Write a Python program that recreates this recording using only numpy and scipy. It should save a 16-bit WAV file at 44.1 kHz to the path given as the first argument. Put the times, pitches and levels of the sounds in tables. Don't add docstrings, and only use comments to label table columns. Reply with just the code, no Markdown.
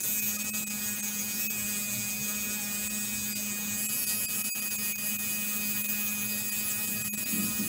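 import sys
import numpy as np
from scipy import signal
from scipy.fft import rfft, irfft, next_fast_len
from scipy.io import wavfile
from scipy.ndimage import uniform_filter1d

SR = 44100
rng = np.random.default_rng(int(sys.argv[2]) if len(sys.argv) > 2 else 0)


def materialize(psi):
    bounded = np.clip(np.atleast_2d(psi).T, -1, 1)
    quanta = np.round(bounded * 32767).astype(np.int16)
    wavfile.write(sys.argv[1], SR, quanta)


def gain_from_db(level_db):
    decades = np.asarray(level_db, float) / 20
    return 10 ** decades


N = 338727

REGRIP_S, REGRIP_TAKES_S = 3.76, 0.2
# middle_s, bottom_length_s, depth_db, clearest_held_tone_hz
THINNINGS = [(.024, .005, -11.7, 6101), (.213, .006, -8.9, 13451), (.381, .007, -9.4, 1249),
             (.436, .004, -7.2, 2311), (.520, .021, -16.9, 8297), (.656, .008, -24.4, 7924),
             (.693, .004, -10.9, 7924), (1.020, .003, -17.3, 6474), (1.488, .008, -24.2, 6604),
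             (2.890, .005, -11.6, 7752), (3.345, .003, -17.3, 4766), (3.880, .003, -18.8, 7565),
             (4.059, .004, -13, 6546), (4.273, .013, -16.7, 7565), (4.433, .003, -19.1, 14944),
             (4.526, .027, -39.2, 7809), (4.611, .005, -11.6, 4795), (4.698, .005, -13.1, 7537),
             (4.775, .003, -17.3, 6690), (4.943, .015, -15.6, 6647), (4.973, .005, -16.6, 14743),
             (5.180, .003, -18.6, 14585), (5.833, .005, -11.6, 15461), (5.877, .006, -10.6, 10724),
             (6.510, .005, -11.8, 4823), (6.866, .005, -8.3, 6690), (7.036, .003, -16.4, 7537),
             (7.111, .020, -38.9, 6718), (7.164, .005, -18.1, 7752), (7.250, .003, -15.9, 4795)]


def rms_one(x):
    return x / np.sqrt(np.mean(np.abs(x) ** 2) + 1e-20)


def curve(rows):
    time_s, value = np.transpose(rows)
    return np.interp(np.arange(N) / SR, time_s, value)


def plateau(start, length, rise, fall):
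    corners = [start - rise, start, start + length, start + length + fall]
    return np.interp(np.arange(N) / SR, corners, [0, 1, 1, 0])


def by_hold(first, second):
    return np.interp(np.arange(N) / SR, [REGRIP_S, REGRIP_S + REGRIP_TAKES_S], [first, second])


def drift(rate):
    r = np.exp(-80 * np.pi * rate / SR)
    noise = rng.standard_normal(N // 40 + 2002)
    slow = signal.lfilter([1], [1, -2 * r, r * r], noise)[2000:]
    return np.interp(np.arange(N) / 40, np.arange(len(slow)), rms_one(slow))


def band(x, low_hz, high_hz):
    sos = signal.butter(2, [low_hz, high_hz], "band", fs=SR, output="sos")
    return rms_one(signal.sosfilt(sos, x))


def stroke_turns():
    # time_s, twelfth_multiple_hz
    speed = [(0, 2535), (.38, 2503), (.75, 2503), (1.35, 2491), (1.63, 2491), (2.03, 2480), (2.2, 2501),
             (2.8, 2503), (2.91, 2517), (3.5, 2497), (3.8, 2510), (3.98, 2530), (4.53, 2523), (4.79, 2502),
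             (6.1, 2500), (6.5, 2512), (7.29, 2513), (7.68, 2492)]
    # start_s, length_s, change_of_twelfth_multiple_hz
    load_steps = [
        (.45, .16, 42),
        (1.41, .1, 60),
        (2.65, .11, -30),
        (3.53, .04, -28),
        (3.7, .06, -28),
        (6.17, .01, -22),
    ]
    rate = curve(speed) / 12
    rate += sum(hz * plateau(s, length, rise=.04, fall=.08) for s, length, hz in load_steps) / 12
    return np.cumsum(rate * (1 + .0025 * drift(30))) / SR


def contacts(turns, jitter_s):
    count = np.arange(1, int(turns[-1]))
    return np.interp(count, turns, np.arange(N)) + jitter_s * SR * rng.standard_normal(len(count))


def hum(turns):
    # time_s, level_db
    swing = [(0, -57), (.19, -45.5), (.36, -42), (1.36, -42.5), (1.42, -49), (1.47, -39.5), (1.56, -43),
             (3.85, -43), (3.98, -49.5), (4.15, -46), (4.25, -51), (4.36, -47), (6.2, -41.5), (6.6, -47.5),
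             (7.04, -47.5), (7.12, -34), (7.27, -54), (7.68, -38)]
    # multiple, level_db (against the overtone level)
    multiples = [(2, -24), (3, -19.5), (4, -22.5), (5, -44)]
    hum_db = curve(swing) - 67 * plateau(4.526 - .015, 0.024, rise=0.028, fall=.03) ** 2
    phase = 2 * np.pi * turns + 0.21 * drift(8.0)
    overtones = sum(gain_from_db(db + 5.2 * drift(9.3)) * np.sin(k * phase) for k, db in multiples)
    stroke = -np.sqrt(2) * gain_from_db(hum_db + 1.03 * drift(21)) * np.sin(phase)
    return stroke, np.sqrt(2) * gain_from_db(-47.0) * overtones


def frame_ring(turns, thin):
    # time_s, level_db
    freedom = [(0, -49), (.19, -41.5), (.36, -44.5), (.56, -41.5), (.8, -46), (1.35, -45), (1.46, -39),
               (1.6, -42.5), (2.6, -43.5), (3.55, -45), (3.76, -45), (3.86, -41.5), (4.0, -45), (4.5, -41),
               (5.2, -41.5), (5.9, -40), (6.6, -42.5), (7.68, -43)]
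    phase = 2 * np.pi * turns
    ring = gain_from_db(curve(freedom))
    eleventh_db = by_hold(-12.0, -35.0) + by_hold(0.9, 1.3) * drift(5.7)
    grip_db = by_hold(-58, -54) + 3.0 * drift(4)
    twelfth = gain_from_db(1.3 * drift(50)) * np.sin(12 * phase + .3 * drift(30))
    eleventh = gain_from_db(eleventh_db) * np.sin(11 * phase + .3 * drift(15))
    grip_tone = gain_from_db(grip_db) * np.sin(23 * phase + .5 * drift(20))
    return np.sqrt(2) * (ring * twelfth + thin * (ring * eleventh + grip_tone))


def struck(at, modes, memory, loose, echo_db, smear_db):
    out = np.zeros(N)
    rattle = rng.standard_normal(N) * np.sqrt(len(at) / N)
    for hz, width_hz, first_db, second_db in modes:
        w = 2 * np.pi * hz / SR
        hold_db = np.where(np.arange(N) < REGRIP_S * SR, first_db, second_db)
        hold = gain_from_db(hold_db + 2.0 * drift(2))
        clicks = gain_from_db(smear_db) * rattle.astype(complex)
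        lags_s = np.append(0, .0008 + .0036 * rng.random(4))
        for lag_s in lags_s:
            chance = rng.standard_normal((len(at), 2))
            wander = signal.lfilter([1], [1, -2 * memory, memory ** 2], chance, axis=0)
            strength, turn = rms_one(wander).T
            blow = gain_from_db(2.5 * strength) * np.exp(1j * (2 * np.pi * rng.random() + loose * turn))
            when = np.clip(at + lag_s * SR, 0, N - 2)
            index = np.ceil(when).astype(int)
            share_db = echo_db - 1200 * lag_s if lag_s else 0
            clicks[index] += gain_from_db(share_db) * blow * np.exp(1j * w * (index - when))
        pole = np.exp(-1.5 * np.pi * width_hz / SR + 1j * w)
        ring = signal.lfilter([1], [1, -2 * pole, pole * pole], clicks).real
        out += hold * (1 - abs(pole)) * ring
    return out / np.sqrt(uniform_filter1d(out ** 2, size=9000) + 1e-20)


def part_db(first_db, second_db, follows, free_db):
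    # time_s, level_db
    facing = [(0, 5.5), (.2, 1.5), (.5, 0), (1.05, -2), (1.35, -1), (1.8, 0), (2.3, -1.5), (2.7, -3.5),
              (3.15, 0), (3.7, -4.5), (3.85, 4.5), (4.25, 3), (4.6, 0.5), (5, 0), (5.9, -3), (6.6, -0.5),
              (7.2, -0.5), (7.68, -1.5)]
    # start_s, length_s, share_of_full_freedom (0-1)
    lifts = [
        (0.084, .2, 0.75),
        (1.416, 0.088, 0.83),
        (5.69, 0.36, 0.24),
    ]
    free = sum(share * plateau(s, length, rise=0.041, fall=0.041) for s, length, share in lifts)
    return by_hold(first_db, second_db) + follows * curve(facing) + free_db * free


def frame_body(at):
    # pitch_hz, width_hz, first_hold_db, second_hold_db
    body_modes = [(1312, 286, 0.5, 3.5), (1754, 490, 8, 7), (1920, 220, -10, 3.5), (2260, 315, 10, 10)]
    return gain_from_db(-47.5) * struck(at, body_modes, memory=.72, loose=1.1, echo_db=-4, smear_db=-17)


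def bar_spring(at):
    # pitch_hz, width_hz, first_hold_db, second_hold_db
    spring_modes = [(3040, 1620, 11, 4), (2932, 285, -5, 0), (3510, 490, -1.5, -10), (3667, 1170, -6, 0),
                    (3785, 820, 7, 3)]
    return gain_from_db(-47.5) * struck(at, spring_modes, memory=.62, loose=1.1, echo_db=-4, smear_db=-8)


def hand_grip(at):
    # pitch_hz, width_hz, first_hold_db, second_hold_db
    grip_modes = [(4850, 530, -8.5, -10), (4836, 380, -3, -3), (5515, 150, -10, -10.5), (6633, 740, 7, 5),
                  (6743, 226, -10, -7.5), (7670, 720, -11, 4.5), (7890, 810, 8.5, 0),
                  (8120, 810, -7.5, -7.5)]
    level = gain_from_db(part_db(-36, -38, follows=0.37, free_db=0))
    return level * struck(at, grip_modes, memory=.68, loose=.95, echo_db=-6, smear_db=-8)


def needle_tube(at):
    # pitch_hz, width_hz, first_hold_db, second_hold_db
    tube_modes = [(9230, 400, -7.5, -5.5), (10210, 630, -2.5, -9), (10800, 850, -6, 5),
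                  (11300, 600, -4.5, 1), (12430, 1900, 7, -3)]
    level = gain_from_db(part_db(-41, -37.5, follows=0.92, free_db=0.5))
    return level * struck(at, tube_modes, memory=.66, loose=.95, echo_db=-9, smear_db=-8)


def armature_bar(at):
    # pitch_hz, width_hz, first_hold_db, second_hold_db
    bar_modes = [(12900, 600, -4, -8), (13400, 550, -2, -1), (13950, 600, -2, -3), (14550, 500, 1, 0),
                 (15100, 600, -2, -1), (15550, 550, -1, 2)]
    level = gain_from_db(part_db(-39, -35, follows=0, free_db=9.0))
    return level * struck(at, bar_modes, memory=.66, loose=.95, echo_db=-7, smear_db=-7)


def clatter(at):
    parts = frame_body(at) + bar_spring(at) + hand_grip(at) + needle_tube(at) + armature_bar(at)
    null_hz, null_width_hz = 2140, 182
    parts = signal.lfilter(*signal.iirnotch(null_hz, null_hz / null_width_hz, fs=SR), parts)
    return gain_from_db(0.6 * drift(8.2)) * parts


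def gap_times(s, bottom_s, depth_db):
    fade = .008 - .00025 * depth_db
    return s - bottom_s / 2 - 1.37 * fade, s - bottom_s / 2, s + bottom_s / 2, s + bottom_s / 2 + fade


def thinning():
    t, db = np.arange(N) / SR, np.zeros(N)
    for s, bottom_s, depth_db, _ in THINNINGS:
        times = gap_times(s, bottom_s, depth_db)
        span = slice(int(max(times[0], 0) * SR), int(times[-1] * SR))
        dip_db = depth_db * np.interp(t[span], times, [0, 1, 1, 0]) ** 1.9
        db[span] = np.minimum(db[span], dip_db)
    return gain_from_db(db)


def held_partials():
    # middle_s of the thinning, then one to three of pitch_hz
    also_held = [(.024, 10322, 14958), (.213, 13236, 14499), (.520, 14327), (1.020, 8355),
                 (1.488, 13853, 14915), (2.890, 7953), (3.345, 7651), (3.880, 7795, 10939, 11355),
                 (4.059, 10350), (4.273, 4823, 10709), (4.526, 4823, 6718, 11140),
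                 (4.526, 14542, 14958, 15360), (4.611, 11082, 11283), (4.698, 14858), (4.775, 7522, 14829),
                 (4.943, 2283, 14556), (5.833, 10652), (5.877, 14643), (6.510, 11125),
                 (6.866, 10680, 13394), (7.036, 7738, 11283), (7.111, 11283, 14657)]
    out = np.zeros(N)
    for s, bottom_s, depth_db, clearest_hz in THINNINGS:
        start, *_, end = gap_times(s, bottom_s, depth_db)
        n = np.arange(max(int((start - .002) * SR), 0), int((end + 0.0014) * SR))
        fade = np.sqrt(2) * np.sin(np.pi * (n - n[0]) / len(n)) ** 1.5
        tones_hz = [clearest_hz]
        for when, *more_hz in also_held:
            if when == s:
                tones_hz += more_hz
        for hz in tones_hz:
            db = -47 if hz < 3000 else -41 if hz < 9000 else -40
            out[n] += gain_from_db(db) * fade * np.sin(2 * np.pi * (hz * n / SR + rng.random()))
    return out


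def arm_rest():
    # start_s, length_s, level_db
    shifts = [
        (6.87, 0.091, -51),
        (7.137, 0.15, -54),
        (7.333, 0.15, -43),
        (7.587, 0.076, -43.5),
    ]
    level = sum(gain_from_db(db) * plateau(s, length, rise=.03, fall=0.089) ** 2 for s, length, db in shifts)
    push = rng.standard_normal(N)
    boom = band(push, 239, 298) + gain_from_db(8.5) * band(push, 194, 237) + gain_from_db(-3.0) * band(push, 106, 154)
    return level * boom


def studio():
    # pitch_hz, level_db (per Hz)
    room_air = [(15, -56), (25, -31.5), (119, -12.5), (173, -23), (186, 3), (206, 19), (232, -20),
                (444, -20), (615, -23.5), (913, -26.5), (1220, -28), (1330, -39.5), (1500, -20.5),
                (1950, -49), (3300, -120)]
    hz, db = np.transpose(room_air)
    air = np.zeros(N)
    lumps_db = 4.5 * drift(5)
    white = rng.standard_normal((2, N))
    edges_hz = 25 * 2 ** np.arange(0, 6.1, 1 / 3)
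    for k, (low, high) in enumerate(zip(edges_hz, edges_hz[1:])):
        level_db = np.interp(np.log(low * high) / 2, np.log(hz), db) + 2.54 * drift(9.3)
        if low < 75:
            level_db = level_db + lumps_db
        air += gain_from_db(level_db) * np.sqrt(high - low) * band(white[k % 2], low, high)
    mains_phase = 2 * np.pi * 118.7 * np.arange(N) / SR + 1.8 * drift(5)
    mains = gain_from_db(-57 + 5.6 * drift(6.2)) * np.sin(mains_phase)
    return gain_from_db(-48.5) * rms_one(air) + mains


def scene():
    turns = stroke_turns()
    at = contacts(turns, jitter_s=.000004)
    stroke, overtones = hum(turns)
    broad = clatter(at) + overtones + arm_rest() + studio()
    thin = thinning()
    hum_gain = thin ** by_hold(0.063, 0.29)
    mix = thin * broad + hum_gain * stroke + frame_ring(turns, thin) + held_partials()
    return mix[None]


def band_limit(x):
    return signal.sosfilt(signal.butter(12, 17050, fs=SR, output="sos"), x)


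def record(dry):
    size = next_fast_len(N)
    spectrum = rfft(dry, size)
    hz = np.linspace(0, SR / 2, spectrum.shape[-1])
    edge = np.clip((15850 - hz) / 150, 0, 1) ** 2
    mix = irfft(spectrum * edge, size)[:, :N]
    return band_limit(mix)


dry = scene()
out = record(dry)
materialize(out)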